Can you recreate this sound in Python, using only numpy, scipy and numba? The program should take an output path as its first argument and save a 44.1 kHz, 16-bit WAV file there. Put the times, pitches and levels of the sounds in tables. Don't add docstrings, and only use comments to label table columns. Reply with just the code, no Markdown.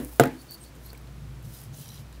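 import sys
import numpy as np
from scipy import signal
from scipy.fft import rfft, irfft
from scipy.io import wavfile
from scipy.ndimage import uniform_filter1d
from numba import njit

SR = 44100
rng = np.random.default_rng(int(sys.argv[2]) if len(sys.argv) > 2 else 0)


def materialize(psi):
    bounded = np.clip(np.atleast_2d(psi).T, -1, 1)
    quanta = np.round(bounded * 32767).astype(np.int16)
    wavfile.write(sys.argv[1], SR, quanta)


def to_linear_factor(level_db):
    exponent = np.asarray(level_db, float) / 20
    return 10 ** exponent


N = 97020
PAD = 4410


@njit
def svf(x, hz, width):
    y, b, l = np.empty(len(x)), 0., 0.
    g, k = np.tan(np.pi * hz / SR), width / hz
    for i in range(len(x)):
        v = (b + g * (x[i] - l)) / (1 + g * (g + k))
        b, l, y[i] = 2 * v - b, l + 2 * g * v, k * v
    return y


def band(x, hz, width_hz):
    return svf(x + 1e-18, float(hz), float(width_hz))


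def band_twice(x, hz, first_width_hz, second_width_hz):
    return band(band(x, hz, first_width_hz), hz, second_width_hz)


def highpass(x, order, hz):
    return signal.sosfilt(signal.butter(order, hz, "high", fs=SR, output="sos"), x)


def unit(x):
    return x / np.sqrt(np.mean(x ** 2))


def add(out, start_s, x):
    i = int(start_s * SR) + PAD
    out[i:i + len(x)] += x[:len(out) - i]


def fade(t, t60_s):
    return to_linear_factor(-60 * t / t60_s)


def soft_edges(t, length_s):
    edge_s = 0.045
    return np.clip(np.minimum(t, length_s - t) / edge_s, 0, 1)


def walk(rate, size):
    hold = int(SR / rate)
    levels = np.repeat(rng.standard_normal(size // hold + 1), hold)
    return uniform_filter1d(levels, hold)[:size]


def curve(table, column):
    points = np.array(table)
    return np.interp(np.arange(N) / SR, points[:, 0], points[:, column])


def steady(x):
    evenness = 0.6
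    return unit(x / np.abs(signal.hilbert(x)) ** evenness)


# [start_s, level_db, pitch_hz]
HUM = [(0.0, -57, 58), (0.04, -46, 58.85), (0.54, -61.5, 59), (0.65, -54, 59.35), (0.92, -50, 58),
       (1.35, -47.5, 58.24), (1.59, -54.5, 57.9), (1.76, -58, 60.1), (1.81, -74, 60.6), (1.84, -59, 60.6),
       (2.11, -50, 60.1), (2.2, -46.5, 59.2)]
# [start_s, level_db]
BOOM = [(0.4, -58), (0.534, -58.5), (0.554, -56.5), (1.026, -52), (1.216, -42), (1.432, -48.5),
        (1.456, -40.5), (1.582, -55), (1.618, -47.5), (1.738, -42.5), (1.768, -52), (1.808, -41.5),
        (1.848, -55), (1.868, -44), (1.974, -50), (2.008, -41.5), (2.048, -50), (2.2, -53)]
# [pitch_hz, width_hz, level_db]
BOOM_MODES = [(131.2, 19.7, -3), (107.2, 23, -8.5), (218, 16, -18.5)]
# [pitch_hz, level_db per Hz]
HISS_COLOUR = [(120, -4.5), (200, -6.5), (311, -5), (340, -6), (373, -9.5), (777, -14), (1350, -16.5),
               (11100, -31), (16000, -32.5)]


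def room():
    t = np.arange(N) / SR
    hum_phase = 2 * np.pi * np.cumsum(curve(HUM, 2)) / SR
    hum = np.sqrt(2) * to_linear_factor(curve(HUM, 1)) * np.sin(hum_phase)
    boom = sum(to_linear_factor(db) * steady(band_twice(rng.standard_normal(N), hz, width, 2 * width))
               for hz, width, db in BOOM_MODES)
    boom = to_linear_factor(curve(BOOM, 1)) * boom
    rumble = to_linear_factor(-65.5) * unit(band_twice(rng.standard_normal(N), 65.6, 40, 40))
    whine_on = (t > 0.98) * (t < 1.42)
    whine = to_linear_factor(-79) * np.sin(2 * np.pi * 11100 * t) * whine_on
    f = np.maximum(np.arange(N // 2 + 1) * SR / N, 1)
    colour_hz, colour_db = np.transpose(HISS_COLOUR)
    colour = to_linear_factor(np.interp(np.log(f), np.log(colour_hz), colour_db))
    low_cut = np.minimum(f / 180, 1) ** 2
    hiss = to_linear_factor(-57) * unit(irfft(rfft(rng.standard_normal(N)) * colour * low_cut, N))
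    return hum + boom + rumble + whine + hiss


# [start_s, length_s, level_db, lowest_hz]
RUBS = [(-.05, 0.26, -54.5, 8000), (0.376, 0.08, -57.5, 6030), (0.497, 0.071, -50, 8050),
        (0.62, 0.042, -46, 7000), (0.796, 0.14, -59.5, 7040), (1.413, 0.23, -60, 5470),
        (1.495, 0.2, -59, 4455), (1.717, 0.17, -54.5, 5000), (1.779, 0.26, -57.5, 2900),
        (2.09, 0.11, -69, 2990), (0.099, 0.625, -64.5, 4000), (0.709, 0.29, -68.5, 3500)]
# [pitch_hz, width_hz, level_db]
SHELL = [(3050, 510, 25.5), (4000, 640, 18), (5000, 320, 16.5), (5860, 1070, 10), (7100, 1600, -25),
         (8800, 1800, 3), (10500, 1700, 11), (12500, 3500, 5), (14500, 3100, 11)]


def rubs():
    grains_per_s, flicker_db = 660, 1.5
    flecks_per_s, fleck_db, shell_db = 200, 2.5, -5
    out, t = np.zeros(N + PAD), np.arange(SR * 2 // 3) / SR
    size = len(t)
    for start_s, length_s, level_db, lowest_hz in RUBS:
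        slips = rng.random(size) < grains_per_s / SR
        skin = rng.standard_normal(size) * (1 + 2.2 * slips)
        shell = sum(to_linear_factor(db + fleck_db * walk(flecks_per_s, size)) * band(skin, hz, width)
                    for hz, width, db in SHELL)
        rub = highpass(unit(skin) + to_linear_factor(shell_db) * unit(shell), 2, lowest_hz)
        envelope = soft_edges(t, length_s) * to_linear_factor(flicker_db * walk(67.2, size))
        add(out, start_s, to_linear_factor(level_db) * envelope * unit(rub))
    return out[PAD:]


# [start_s, length_s, level_db, ribs_per_s]
SCRAPES = [
    (1.785, 0.22, -61, 69.7),
    (1.49, 0.18, -60, 67),
    (1.74, 0.23, -63.5, 69.7),
]
# [pitch_hz, width_hz, level_db]
SCRAPE_MODES = [
    [(3120, 170, -2), (3960, 170, -1), (5000, 250, -1.5), (5750, 200, 1)],
    [(5000, 400, -4), (8600, 500, -1), (10400, 600, 0), (12300, 700, 1), (14300, 900, 0)],
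    [(9200, 600, 1), (11250, 700, 0), (13200, 700, -2), (14500, 800, -1)],
]


def scrape():
    rib_jitter, rib_duty = 0.12, 0.4
    out, t = np.zeros(N + PAD), np.arange(SR // 3) / SR
    size = len(t)
    for (start_s, length_s, level_db, ribs_per_s), modes in zip(SCRAPES, SCRAPE_MODES):
        rate = ribs_per_s * (1 + rib_jitter * walk(40, size))
        rib_phase = np.cumsum(rate) / SR % 1
        puffs = rng.standard_normal(size) * np.exp(-rib_phase / rib_duty)
        drag = sum(to_linear_factor(db + 2 * walk(29, size)) * unit(band_twice(puffs, hz, width, 2 * width))
                   for hz, width, db in modes)
        add(out, start_s, to_linear_factor(level_db) * soft_edges(t, length_s) * unit(drag))
    return out[PAD:]


# [start_s, length_s, pitch_hz, width_hz, peak as share of length]
SQUEAKS = [(.365, .075, 4480, 200, .7), (.485, .085, 4480, 120, .72), (.525, .035, 4700, 220, .6),
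           (.565, .03, 4550, 200, .6), (.595, .055, 8460, 300, .8), (.64, .075, 4460, 120, .3),
           (.632, .02, 3950, 300, .5), (.503, .025, 4050, 250, .4), (.845, .038, 4250, 400, .6),
           (.888, .024, 4400, 450, .7), (.91, .022, 4400, 200, .4), (.944, .012, 2400, 190, .6),
           (1.725, .036, 6300, 800, .6), (1.73, .03, 3700, 500, .5), (.375, .07, 10700, 250, .5),
           (.515, .047, 10700, 450, .7), (.515, .045, 13800, 400, .6), (.857, .013, 11700, 250, .7),
           (2.13, .065, 4200, 900, .4), (.58, .09, 10450, 350, .7), (1.535, .045, 3750, 500, .4),
           (.944, .012, 7700, 300, .6)]
SQUEAK_DB = [-61, -47, -55, -63, -55, -64, -64, -65, -58, -52, -64, -56, -60, -65, -68, -56, -57, -54.5,
             -67, -67, -62, -65]


def squeaks():
    out, size = np.zeros(N + PAD), SR // 4
    for (start_s, length_s, hz, width, peak), level_db in zip(SQUEAKS, SQUEAK_DB):
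        progress = np.arange(size) / SR / length_s
        swell = np.interp(progress, [0, peak, 1], [.4, 1, 0]) ** 1.5
        flutter = to_linear_factor(1.5 * walk(150, size))
        ring = unit(band_twice(rng.standard_normal(size), hz, width, 2 * width))
        add(out, start_s, to_linear_factor(level_db) * swell * flutter * ring)
    return out[PAD:]


# [start_s, peak
# level_db, main ring pitch_hz]
TICKS = [(0.0474, -32, 11000), (0.1973, -24, 7400), (0.237, -33, 6950), (0.256, -33, 13600),
         (0.4166, -45, 8800), (0.5091, -32.5, 12600), (.638, -50, 5500), (0.7523, -50.5, 7200),
         (0.904, -50, 7800), (0.9306, -39, 12500), (.975, -43.5, 4600), (0.979, -47, 14500),
         (1.0143, -52, 15000), (1.073, -49.5, 4000), (1.427, -48, 13200), (1.481, -54, 10270),
         (1.534, -49, 14000), (1.547, -42, 13500), (1.577, -48, 12500), (1.608, -46, 14400),
         (1.615, -42, 14300), (1.638, -43, 10500), (1.6476, -48, 10200), (1.774, -43, 9300),
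         (1.789, -44, 9500), (1.796, -47, 11000), (1.802, -46, 5920), (1.822, -47, 4100),
         (1.852, -53, 3100), (1.86, -50, 4000), (1.881, -38.5, 10500), (1.8895, -40, 6450),
         (1.903, -49, 4100), (1.9432, -47, 5500), (1.9785, -43, 4040), (1.993, -55, 3500),
         (2.127, -46, 3865), (2.15, -57, 3900)]


def ticks():
    t60_s, rise_s, ring_q = 0.0078, 0.00058, 5.2
    wide_db = -6
    out, t = np.zeros(N + PAD), np.arange(1024) / SR
    for start_s, level_db, hz in TICKS:
        burst = rng.standard_normal(len(t)) * fade(t, t60_s) * np.minimum(t / rise_s, 1)
        ring = 2 * band(burst, hz, hz / ring_q)
        wide_hz = (hz + 11000) / 2
        tick = ring + to_linear_factor(wide_db) * band_twice(burst, wide_hz, 12000, 12000)
        add(out, start_s, to_linear_factor(level_db) * tick / np.abs(tick).max())
    return out[PAD:]


# [start_s, level_db, pitch_hz, t60_s]
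PART = [(.001, -21, 253, 0.041), (.0335, -30, 290, 0.048), (.054, -39.5, 299, 0.17),
        (.126, -52.5, 850, 0.063), (.2362, -20, 1397, 0.022), (.2365, -30.5, 2450, 0.021),
        (.238, -44, 3500, 0.021), (.2395, -27.5, 730, 0.046), (0.257, -34, 1550, 0.032),
        (.265, -26.5, 334, 0.055), (.2045, -17, 697, 0.046), (.262, -41, 856, 0.11), (.03, -46, 500, .25),
        (.198, -22, 7200, .012), (.2358, -34, 14300, .008), (.211, -40, 12000, .01), (.2065, -18, 480, .03),
        (.245, -42, 1890, .15), (.207, -34, 1950, .04), (.25, -42, 1250, .15)]


def part():
    out, t = np.zeros(N + PAD), np.arange(SR // 4) / SR
    for start_s, level_db, hz, t60_s in PART:
        ring = np.sin(2 * np.pi * hz * t) * np.minimum(t * hz, 1)
        add(out, start_s, to_linear_factor(level_db) * fade(t, t60_s) * ring)
    return out[PAD:]


# [pitch_hz,
# level_db, t60_s]
TABLE = [(139.1, -9.5, 0.19), (256.4, -10.5, 0.3), (333, -19.5, 0.33), (383, -20, 0.2), (460.8, -5.5, 0.15),
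         (539, -2, 0.062), (685, -0.5, 0.066), (680, -5.5, 0.017), (846, -16.5, 0.2), (1244, -13.5, 0.1),
         (1369, -18, 0.096), (1466, -6, 0.054), (1595, -23, 0.13), (2002, -17, 0.12)]
# [pitch_hz, level_db, t60_s]
DIFFUSE = [(151, -16.5, 0.26), (275, -13.5, 0.4), (498, -23, 0.29), (730, -21.5, 0.14), (1590, -24.5, 0.36),
           (2670, -26.5, 0.12), (5440, -55, 0.033), (11000, -27, 0.11)]
# [pitch_hz, width_hz, level_db]
CRACK = [(1430, 397, 9), (3500, 9900, -9.5), (7130, 460, -4.5), (11000, 13000, -29), (14500, 7600, -8.5)]
# [start_s, blow level_db, crack level_db, contact_ms]
KNOCKS = [
    (-.014, -23.5, -54, 2.2),
    (.1974, -9.5, -10.5, 0.48),
    (.2055, -24.5, -23, 1.25),
    (.2358, -25.5, -24, 0.11),
    (.2558, -31, -34, 0.2),
    (.272, -30, -36.5, 2.34),
    (.9305, -50, -45, 0.64),
]


def table_ring(t, contact_ms, spot):
    spread_db, longest_t60_s = 2, 0.45
    swell_cycles, swell_below_hz = 0.95, 420
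    ring = np.zeros(len(t))
    for offset, (hz, db, t60_s) in zip(spot, TABLE):
        mode = fade(t, min(t60_s, longest_t60_s)) * np.sin(2 * np.pi * hz * t)
        if hz < swell_below_hz:
            mode *= 1 - np.exp(-t * hz / swell_cycles)
        ring += to_linear_factor(db + spread_db * offset) * mode
    push = np.sin(np.pi * np.clip(t[:200] * 1000 / contact_ms, 0, 1))
    return np.convolve(ring, push / push.sum())[:len(t)]


def crack(t):
    noise = rng.standard_normal(len(t)) * fade(t, 0.02)
    return sum(to_linear_factor(db) * band(noise, hz, width) for hz, width, db in CRACK)


def diffuse_tail(t):
    longest_t60_s, rise_s = 0.33, 0.008
    noise = rng.standard_normal(len(t))
    tail = sum(to_linear_factor(db) * unit(band_twice(noise, hz, 0.67 * hz, 0.67 * hz))
               * fade(t, min(t60_s, longest_t60_s)) for hz, db, t60_s in DIFFUSE)
    return tail * np.minimum(t / rise_s, 1)


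def knocks():
    out, t = np.zeros(N + PAD), np.arange(SR // 2) / SR
    for k, (start_s, blow_db, crack_db, contact_ms) in enumerate(KNOCKS):
        spot = rng.standard_normal(len(TABLE)) * (k != 1)
        blow = table_ring(t, contact_ms, spot) + diffuse_tail(t)
        add(out, start_s, to_linear_factor(blow_db) * blow + to_linear_factor(crack_db) * crack(t))
    return highpass(out, 4, 115)[PAD:]


def scene():
    handling = rubs() + scrape() + squeaks() + ticks()
    return (room() + handling + part() + knocks())[None]


def top_cut(x):
    return signal.sosfilt(signal.butter(12, 16620, fs=SR, output="sos"), x)


def record(dry):
    soft = signal.sosfilt(signal.ellip(6, .5, 30, 15650, fs=SR, output="sos"), dry)
    mix = np.clip(1.588 * soft, -1, 1)
    return top_cut(mix)


dry = scene()
out = record(dry)
materialize(out)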